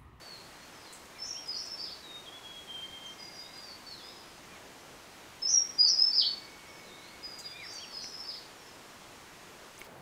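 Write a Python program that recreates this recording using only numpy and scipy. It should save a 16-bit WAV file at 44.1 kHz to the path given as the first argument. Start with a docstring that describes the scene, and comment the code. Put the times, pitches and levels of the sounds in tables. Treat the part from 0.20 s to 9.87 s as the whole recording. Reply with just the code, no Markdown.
"""Laughingthrushes whistle short slurred phrases in a forest, one near and two farther off.
Other birds add long thin whistles and chirps. Each note is one pure, gliding tone from the syrinx,
which trunks and foliage scatter into a short wash. Close by, a bird forages: dry leaves crackle
and twigs knock and snap, over the steady hiss of the forest."""
import sys
import numpy as np
from scipy import signal
from scipy.fft import rfft, irfft
from scipy.io import wavfile
from scipy.ndimage import uniform_filter1d

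SR = 44100
rng = np.random.default_rng(int(sys.argv[2]) if len(sys.argv) > 2 else 0)


def persist_wave(psi):
    """Save psi, clipped to +-1, as 16-bit WAV."""
    counts = np.round(np.clip(psi, -1, 1) * 32767).astype(np.int16)
    wavfile.write(sys.argv[1], SR, np.atleast_2d(counts).T)


N = 426447


def amp(db):
    """Decibels to gain."""
    return 10 ** (np.asarray(db) / 20)


def unit(x):
    """Scales to rms 1."""
    return x / np.sqrt(np.mean(x ** 2) + 1e-20)


def add(mix, start_s, sound):
    """Mixes a sound in at its start time."""
    part = mix[max(round(start_s * SR), 0):][:len(sound)]
    part += sound[:len(part)]


def drift(count, rate_hz):
    """Smooth random modulation of rms about 1, rolled off above the given rate."""
    hz = np.fft.rfftfreq(2 * SR, 1 / SR)
    spectrum = rfft(rng.standard_normal(2 * SR)) * np.exp(-(hz / rate_hz) ** 2)
    return unit(irfft(spectrum))[:count]


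def swell(progress, attack, release, edge_db):
    """Note envelope in dB: up from edge_db, hold, back down; attack and release are shares of the note."""
    return edge_db * (np.maximum(1 - progress / attack, 0) + np.maximum(1 - (1 - progress) / release, 0))


def slides(table, bend, attack=1, release=1, edge_db=0):
    """Note contours that slide between two pitches: early if bend is negative, late if positive."""
    progress = np.linspace(0, 1, 60)
    glide = np.expm1(bend * progress) / np.expm1(bend)
    envelope_db = swell(progress, attack, release, edge_db)
    return [np.column_stack([start + length * progress, first + (last - first) * glide, db + envelope_db])
            for start, length, first, last, db in table]


def arches(table, roundness, attack, release, edge_db):
    """Note contours whose pitch runs to a crest or a trough, turns smoothly and runs back."""
    progress, notes = np.linspace(0, 1, 60), []
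    envelope_db = swell(progress, attack, release, edge_db)
    for start, length, turn, first_hz, turn_hz, last_hz, db in table:
        from_turn = np.interp(progress, [0, turn, 1], [1, 0, 1]) ** roundness
        hz = turn_hz + (np.where(progress < turn, first_hz, last_hz) - turn_hz) * from_turn
        notes.append(np.column_stack([start + length * progress, hz, db + envelope_db]))
    return notes


def syrinx(notes, waver, flutter_db=2.0):
    """One pure, slightly unsteady tone follows each contour of (time_s, pitch_hz, level_db) points."""
    out = np.zeros(N)
    for note in notes:
        times, pitch_hz, level_db = np.transpose(note)
        times = np.sort(times)
        t = np.arange(times[0], times[-1], 1 / SR)
        hz = np.interp(t, times, pitch_hz)
        hz = uniform_filter1d(hz, size=260, mode="nearest")  # muscles round the corners
        hz = hz * (1 + waver * drift(len(t), rate_hz=67))
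        gain = amp(np.interp(t, times, level_db) + flutter_db * drift(len(t), rate_hz=40))
        fades = np.clip(np.minimum(t - t[0], t[-1] - t) / 0.0015, 0, 1)
        add(out, times[0], np.sqrt(2) * gain * fades * np.sin(2 * np.pi * np.cumsum(hz) / SR))
    return out


def forest(voice, scatter_db, scatter_t60_s, tail_db, tail_t60_s):
    """Direct sound, dense scatter off nearby trunks and leaves, and a weaker tail from deep woods."""
    t = np.arange(SR) / SR
    echoes = rng.standard_normal((2, SR)) * (rng.random((2, SR)) < 3000 / SR)  # about 3000 a second
    scatter = echoes[0] * amp(-60 * t / scatter_t60_s) * (1 - np.exp(-t / 0.0036))
    tail = echoes[1] * amp(-60 * t / tail_t60_s) * (1 - np.exp(-t / 0.04))
    response = amp(scatter_db) * scatter / np.linalg.norm(scatter)
    response += amp(tail_db) * tail / np.linalg.norm(tail)
    response[0] += 1  # the direct path
    return signal.fftconvolve(voice, response / np.linalg.norm(response))[:N]


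# EQ curve of the forest bed: frequency_hz, relative_db
HISS_CURVE = [(15, -39), (25, -7.5), (193, -2.5), (267, -3.5), (359, 0), (421, -3), (482, -3), (684, -3),
              (970, -3.5), (1530, -6.5), (1950, -7), (3630, -11), (6380, -13.5), (9300, -19.5),
              (15500, -26.5)]


def forest_hiss(level_db=-51.5, patchy_db=0.71):
    """A steady bed of shaped noise, with faint patches drifting through its spectrum."""
    frames, hz = N // 256 + 5, np.fft.rfftfreq(1024, 1 / SR)
    real, imaginary, patches = rng.standard_normal((3, frames, len(hz)))
    patches = uniform_filter1d(patches, size=20, axis=0)  # smooth in time
    patches = unit(uniform_filter1d(patches, size=10, axis=1))  # and in frequency
    curve_hz, curve_db = np.transpose(HISS_CURVE)
    colour_db = np.interp(np.log(hz + 1), np.log(curve_hz + 1), curve_db)
    spectra = (real + 1j * imaginary) * amp(colour_db + patchy_db * patches)
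    _, noise = signal.istft(spectra.T, nperseg=1024, noverlap=768)
    return amp(level_db) * unit(noise[:N])


# Held notes that open the high whistler's phrase: start_s, length_s, first_hz, last_hz, level_db
HIGH_HOLDS = [(2.98, 0.14, 5080, 4840, -47), (3.15, 0.099, 4900, 4886, -47),
              (7.028, 0.069, 5080, 4940, -44.5), (7.095, 0.137, 4830, 4855, -48),
              (7.24, 0.042, 4880, 4855, -43)]
# Drooping notes that close it: start_s, length_s, first_hz, last_hz, level_db
HIGH_DROOPS = [(.015, 0.16, 4560, 4080, -50), (3.335, .19, 4924, 4370, -50),
               (3.665, 0.091, 4530, 3950, -47.5), (7.43, .17, 4910, 4350, -48.5),
               (7.67, .16, 4570, 3990, -49.5)]


def high_whistler():
    """A high voice settles on level notes, then lets the closing ones sag."""
    holds = slides(HIGH_HOLDS, bend=-4, attack=0.19, release=0.23, edge_db=-7)
    droops = slides(HIGH_DROOPS, bend=1.9)
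    voice = syrinx(holds + droops, waver=0.0047)
    return forest(voice, scatter_db=0, scatter_t60_s=0.32, tail_db=-8, tail_t60_s=0.94)


# Scooped calls: start_s, length_s, turn_share, first_hz, turn_hz, last_hz, level_db
SWOOPS = [(.33, .13, 0.19, 4180, 4170, 4340, -64), (.66, 0.074, 0.39, 4400, 3950, 4280, -56),
          (3.2, 0.21, .1, 3670, 3650, 4400, -60), (3.765, 0.15, 0.36, 4010, 3340, 3960, -56),
          (6.645, 0.28, 0.23, 4200, 3640, 4520, -58.5), (7.19, .225, .46, 4600, 3380, 3950, -55)]


def distant_swoops():
    """Far-off whistles dip and climb again, trailing a long wash."""
    notes = arches(SWOOPS, roundness=1.2, attack=0.18, release=0.08, edge_db=-1)
    voice = syrinx(notes, waver=0.0076, flutter_db=2.5)
    return forest(voice, scatter_db=0, scatter_t60_s=0.34, tail_db=-4, tail_t60_s=1.3)


# Thin, high calls: start_s, length_s, first_hz, last_hz, level_db
SLIP_NOTES = [(.52, 0.12, 5350, 4750, -61), (2.86, 0.048, 6470, 4850, -53.5),
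              (2.995, 0.037, 5880, 5830, -56), (3.135, 0.036, 5900, 5400, -55),
              (3.425, 0.077, 5580, 5180, -61), (3.665, .095, 5370, 5100, -57), (3.81, 0.1, 4860, 5230, -54),
              (3.97, .045, 5140, 4700, -54), (6.475, 0.17, 5540, 4770, -62), (8.36, 0.2, 5550, 4850, -63)]


def distant_slips():
    """Shaky little glides, mostly downward, arrive with more scatter than direct sound."""
    notes = slides(SLIP_NOTES, bend=1.4, attack=0.15, release=0.13, edge_db=-2)
    voice = syrinx(notes, waver=0.0113, flutter_db=3.5)
    return forest(voice, scatter_db=5, scatter_t60_s=0.36, tail_db=-2, tail_t60_s=1.6)


# Dry leaves flicked and trodden: start_s, level_db, centre_hz, decay_s
LEAF_RUSTLES = [(0.727, -48, 7900, 0.039), (.854, -57, 7500, .015), (1.275, -49, 7950, 0.0068),
                (1.425, -56, 9100, 0.01), (1.457, -53, 6940, 0.018), (3.377, -52, 8000, .004),
                (7.188, -44, 7000, 0.021), (7.534, -50, 7600, 0.013), (7.8425, -50, 9000, .0015),
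                (9.579, -47, 6400, .003), (9.59, -50, 10000, .006), (9.599, -52, 14500, .008),
                (9.644, -57, 14000, .012)]


def dry_leaves(width_octaves=0.29, grain_db=4, body_db=-17):
    """A dry leaf gives a dying clump of tiny cracks, coloured by one broad resonance."""
    out, t = np.zeros(N), np.arange(SR // 4) / SR
    hz = np.fft.rfftfreq(len(t), 1 / SR)
    for start_s, level_db, centre_hz, decay_s in LEAF_RUSTLES:
        cracks = rng.standard_normal(len(t)) * amp(grain_db * rng.standard_normal(len(t)))
        colour = np.exp(-(np.log2((hz + 1) / centre_hz) / width_octaves) ** 2) + amp(body_db)
        crackle = unit(irfft(rfft(cracks) * colour, len(t)))
        add(out, start_s, amp(level_db) * crackle * np.exp(-t / decay_s))
    return out


# Arched calls: start_s, length_s, turn_share, first_hz, turn_hz, last_hz, level_db
CHIRPS = [(.945, 0.055, .1, 2420, 2430, 1900, -54.5), (1.145, 0.056, 0.9, 2505, 3250, 2870, -46.5),
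          (4.28, 0.1, 0.43, 2330, 2430, 1870, -57), (7.31, .152, 0.46, 2280, 2420, 1674, -46.5),
          (7.563, .095, 0.6, 1723, 3310, 2280, -47.5)]


def close_chirps():
    """Soft chirps swell as they arch over in pitch, close enough to stay fairly dry."""
    notes = arches(CHIRPS, roundness=2.1, attack=0.79, release=0.12, edge_db=-11)
    voice = syrinx(notes, waver=0.0053)
    return forest(voice, scatter_db=-7.5, scatter_t60_s=0.32, tail_db=-9.5, tail_t60_s=1.0)


# Contour points of each named laughingthrush syllable: offset_s, pitch_hz, relative_db
THRUSH_SYLLABLES = { "flick": [(0, 5330, -22), (.012, 5263, -3.5), (.048, 5270, -1.5), (.063, 5620, 0.5),
                    (.089, 6550, -9), (.104, 5850, -0.5), (.12, 5726, 6), (.168, 5600, -7),
                    (.212, 5700, -16)], "quick flick": [(0, 5380, -6), (.02, 5220, 2.5), (.043, 5350, -3.5),
                    (.06, 5770, -1), (.079, 6950, -12.5), (.1, 5680, -0.5), (.122, 5520, 2),
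                    (.165, 5530, -24), (.2, 5570, -27)], "warble": [(0, 4850, -37), (.019, 4913, 6.5),
                    (.042, 4954, 1), (.059, 5070, -3), (.085, 4550, -4.5), (.095, 4720, -1),
                    (.108, 6050, -6.5), (.128, 5260, 2), (.165, 5020, -21.5)],
                    "sagging warble": [(0, 5140, -5.5), (.032, 4973, -3), (.06, 5030, 4), (.074, 4500, -4),
                    (.09, 4340, -4.5), (.106, 5950, -4.5), (.119, 5780, -1), (.134, 5220, 4.5),
                    (.167, 5040, -12)], "rise": [(0, 4930, -15), (.028, 5085, 1.5), (.065, 5210, 1),
                    (.105, 5300, -5), (.135, 5215, -15.5)], "hooked slur": [(0, 4400, -16.5),
                    (.025, 4820, 2), (.033, 5420, -6.5), (.07, 4945, 3.5), (.098, 3760, -9),
                    (.119, 2896, -14), (.146, 4400, -6.5), (.16, 4456, 0), (.19, 4460, -22)],
                    "slur": [(0, 4430, -11), (.018, 4680, 0), (.033, 5370, -3), (.056, 5030, 4),
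                    (.077, 4050, -3.5), (.104, 3200, -13), (.137, 4690, -3), (.175, 4655, -19)]}
# Cue list of their song: start_s, distance, syllable, stretch_ratio, pitch_ratio, level_db
THRUSH_CUES = [ (5.218, "near", "flick", 1.016, 0.99, -23), (5.573, "near", "warble", 0.99, 0.99, -22.5),
               (5.765, "near", "rise", 0.97, 1.0, -23.5), (5.91, "near", "hooked slur", 0.99, 1.004, -23.5),
               (.985, "far", "quick flick", 1.0, 1.0, -36.5),
               (1.258, "far", "sagging warble", 0.98, 1.0, -39), (1.445, "far", "rise", 0.97, 1.02, -41),
               (1.572, "far", "slur", 1.02, 1.0, -39.5), (7.432, "far", "quick flick", 1.17, 1.01, -48),
               (7.71, "far", "sagging warble", 1.02, 1.012, -42),
               (7.915, "far", "rise", 0.82, 1.015, -40.5), (8.025, "far", "slur", 1.05, 0.99, -44)]


def laughingthrushes():
    """Phrases of four slurred syllables; the far ones are softer, shakier and wetter than the near one."""
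    notes = {"near": [], "far": []}
    for start_s, distance, syllable, stretch, transpose, level_db in THRUSH_CUES:
        contour = np.array(THRUSH_SYLLABLES[syllable]) * (stretch, transpose, 1)
        notes[distance].append(contour + (start_s, 0, level_db))
    near_voice = syrinx(notes["near"], waver=0.0022)
    near = forest(near_voice, scatter_db=6, scatter_t60_s=0.28, tail_db=-13, tail_t60_s=0.72)
    far_voice = syrinx(notes["far"], waver=0.00654)
    far = forest(far_voice, scatter_db=9.5, scatter_t60_s=0.4, tail_db=-4.5, tail_t60_s=0.65)
    return near + far


# One descending phrase: start_s, length_s, first_hz, last_hz, level_db
DESCENDING_NOTES = [(1.815, 0.19, 4220, 3715, -49.5), (2.057, 0.038, 3990, 3220, -48.5),
                    (2.125, 0.062, 3240, 3390, -46), (2.235, 0.16, 3320, 3310, -44),
                    (2.475, 0.21, 3180, 3166, -43), (2.705, 0.25, 3210, 3163, -46.5)]


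def stepping_whistler():
    """A slow whistle steps down the scale, sliding onto each note."""
    notes = slides(DESCENDING_NOTES, bend=-6.5, attack=0.17, release=0.16, edge_db=-9)
    voice = syrinx(notes, waver=0.0021)
    return forest(voice, scatter_db=-3.5, scatter_t60_s=0.36, tail_db=-16, tail_t60_s=1.0)


# Sustained calls: start_s, length_s, first_hz, last_hz, level_db
SUSTAINED_NOTES = [(2.62, .78, 2139, 2130, -60.5), (6.03, 1.26, 2260, 2180, -61.5)]


def long_whistler():
    """A faint whistle holds an almost level pitch and lingers among the trees."""
    notes = slides(SUSTAINED_NOTES, bend=-0.794, attack=0.33, release=0.25, edge_db=-3.5)
    voice = syrinx(notes, waver=0.0049)
    return forest(voice, scatter_db=-2, scatter_t60_s=1.0, tail_db=-14, tail_t60_s=1.0)


# Ringing modes of a twig: pitch_hz, relative_db, t60_s
TWIG_MODES = [(395, -4.5, 0.042), (1650, -14, .012), (2240, 4.5, 0.027), (2710, -3, 0.019),
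              (6200, -2, 0.0074)]
# Twigs knocked or snapped on the ground: start_s, level_db, ring_time_ratio
TWIG_HITS = [(6.598, -49, 0.7), (7.843, -37.5, 0.19), (9.611, -48, 0.95), (9.616, -38, 0.61)]


def twigs():
    """Each knock rings the short modes of a twig; a snap is over almost at once."""
    out, t = np.zeros(N), np.arange(SR // 10) / SR
    for start_s, level_db, ring_ratio in TWIG_HITS:
        ring = sum(amp(db - 60 * t / (t60_s * ring_ratio)) * np.sin(2 * np.pi * hz * t)
                   for hz, db, t60_s in TWIG_MODES)
        add(out, start_s, amp(level_db) * ring)
    return out


def scene():
    """Mono mix of birdsong, foraging and the forest bed."""
    song = laughingthrushes() + stepping_whistler() + high_whistler()
    calls = distant_slips() + distant_swoops() + long_whistler() + close_chirps()
    foraging = dry_leaves() + twigs()
    return (song + calls + foraging + forest_hiss())[None]


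def record(dry, cutoff_hz=15720):
    """A steep low-pass trims the very top of the treble."""
    lowpass = signal.firwin(511, cutoff_hz, window=("kaiser", 9), fs=SR)
    return signal.oaconvolve(dry, lowpass[None], "same")


dry = scene()
out = record(dry)
persist_wave(out)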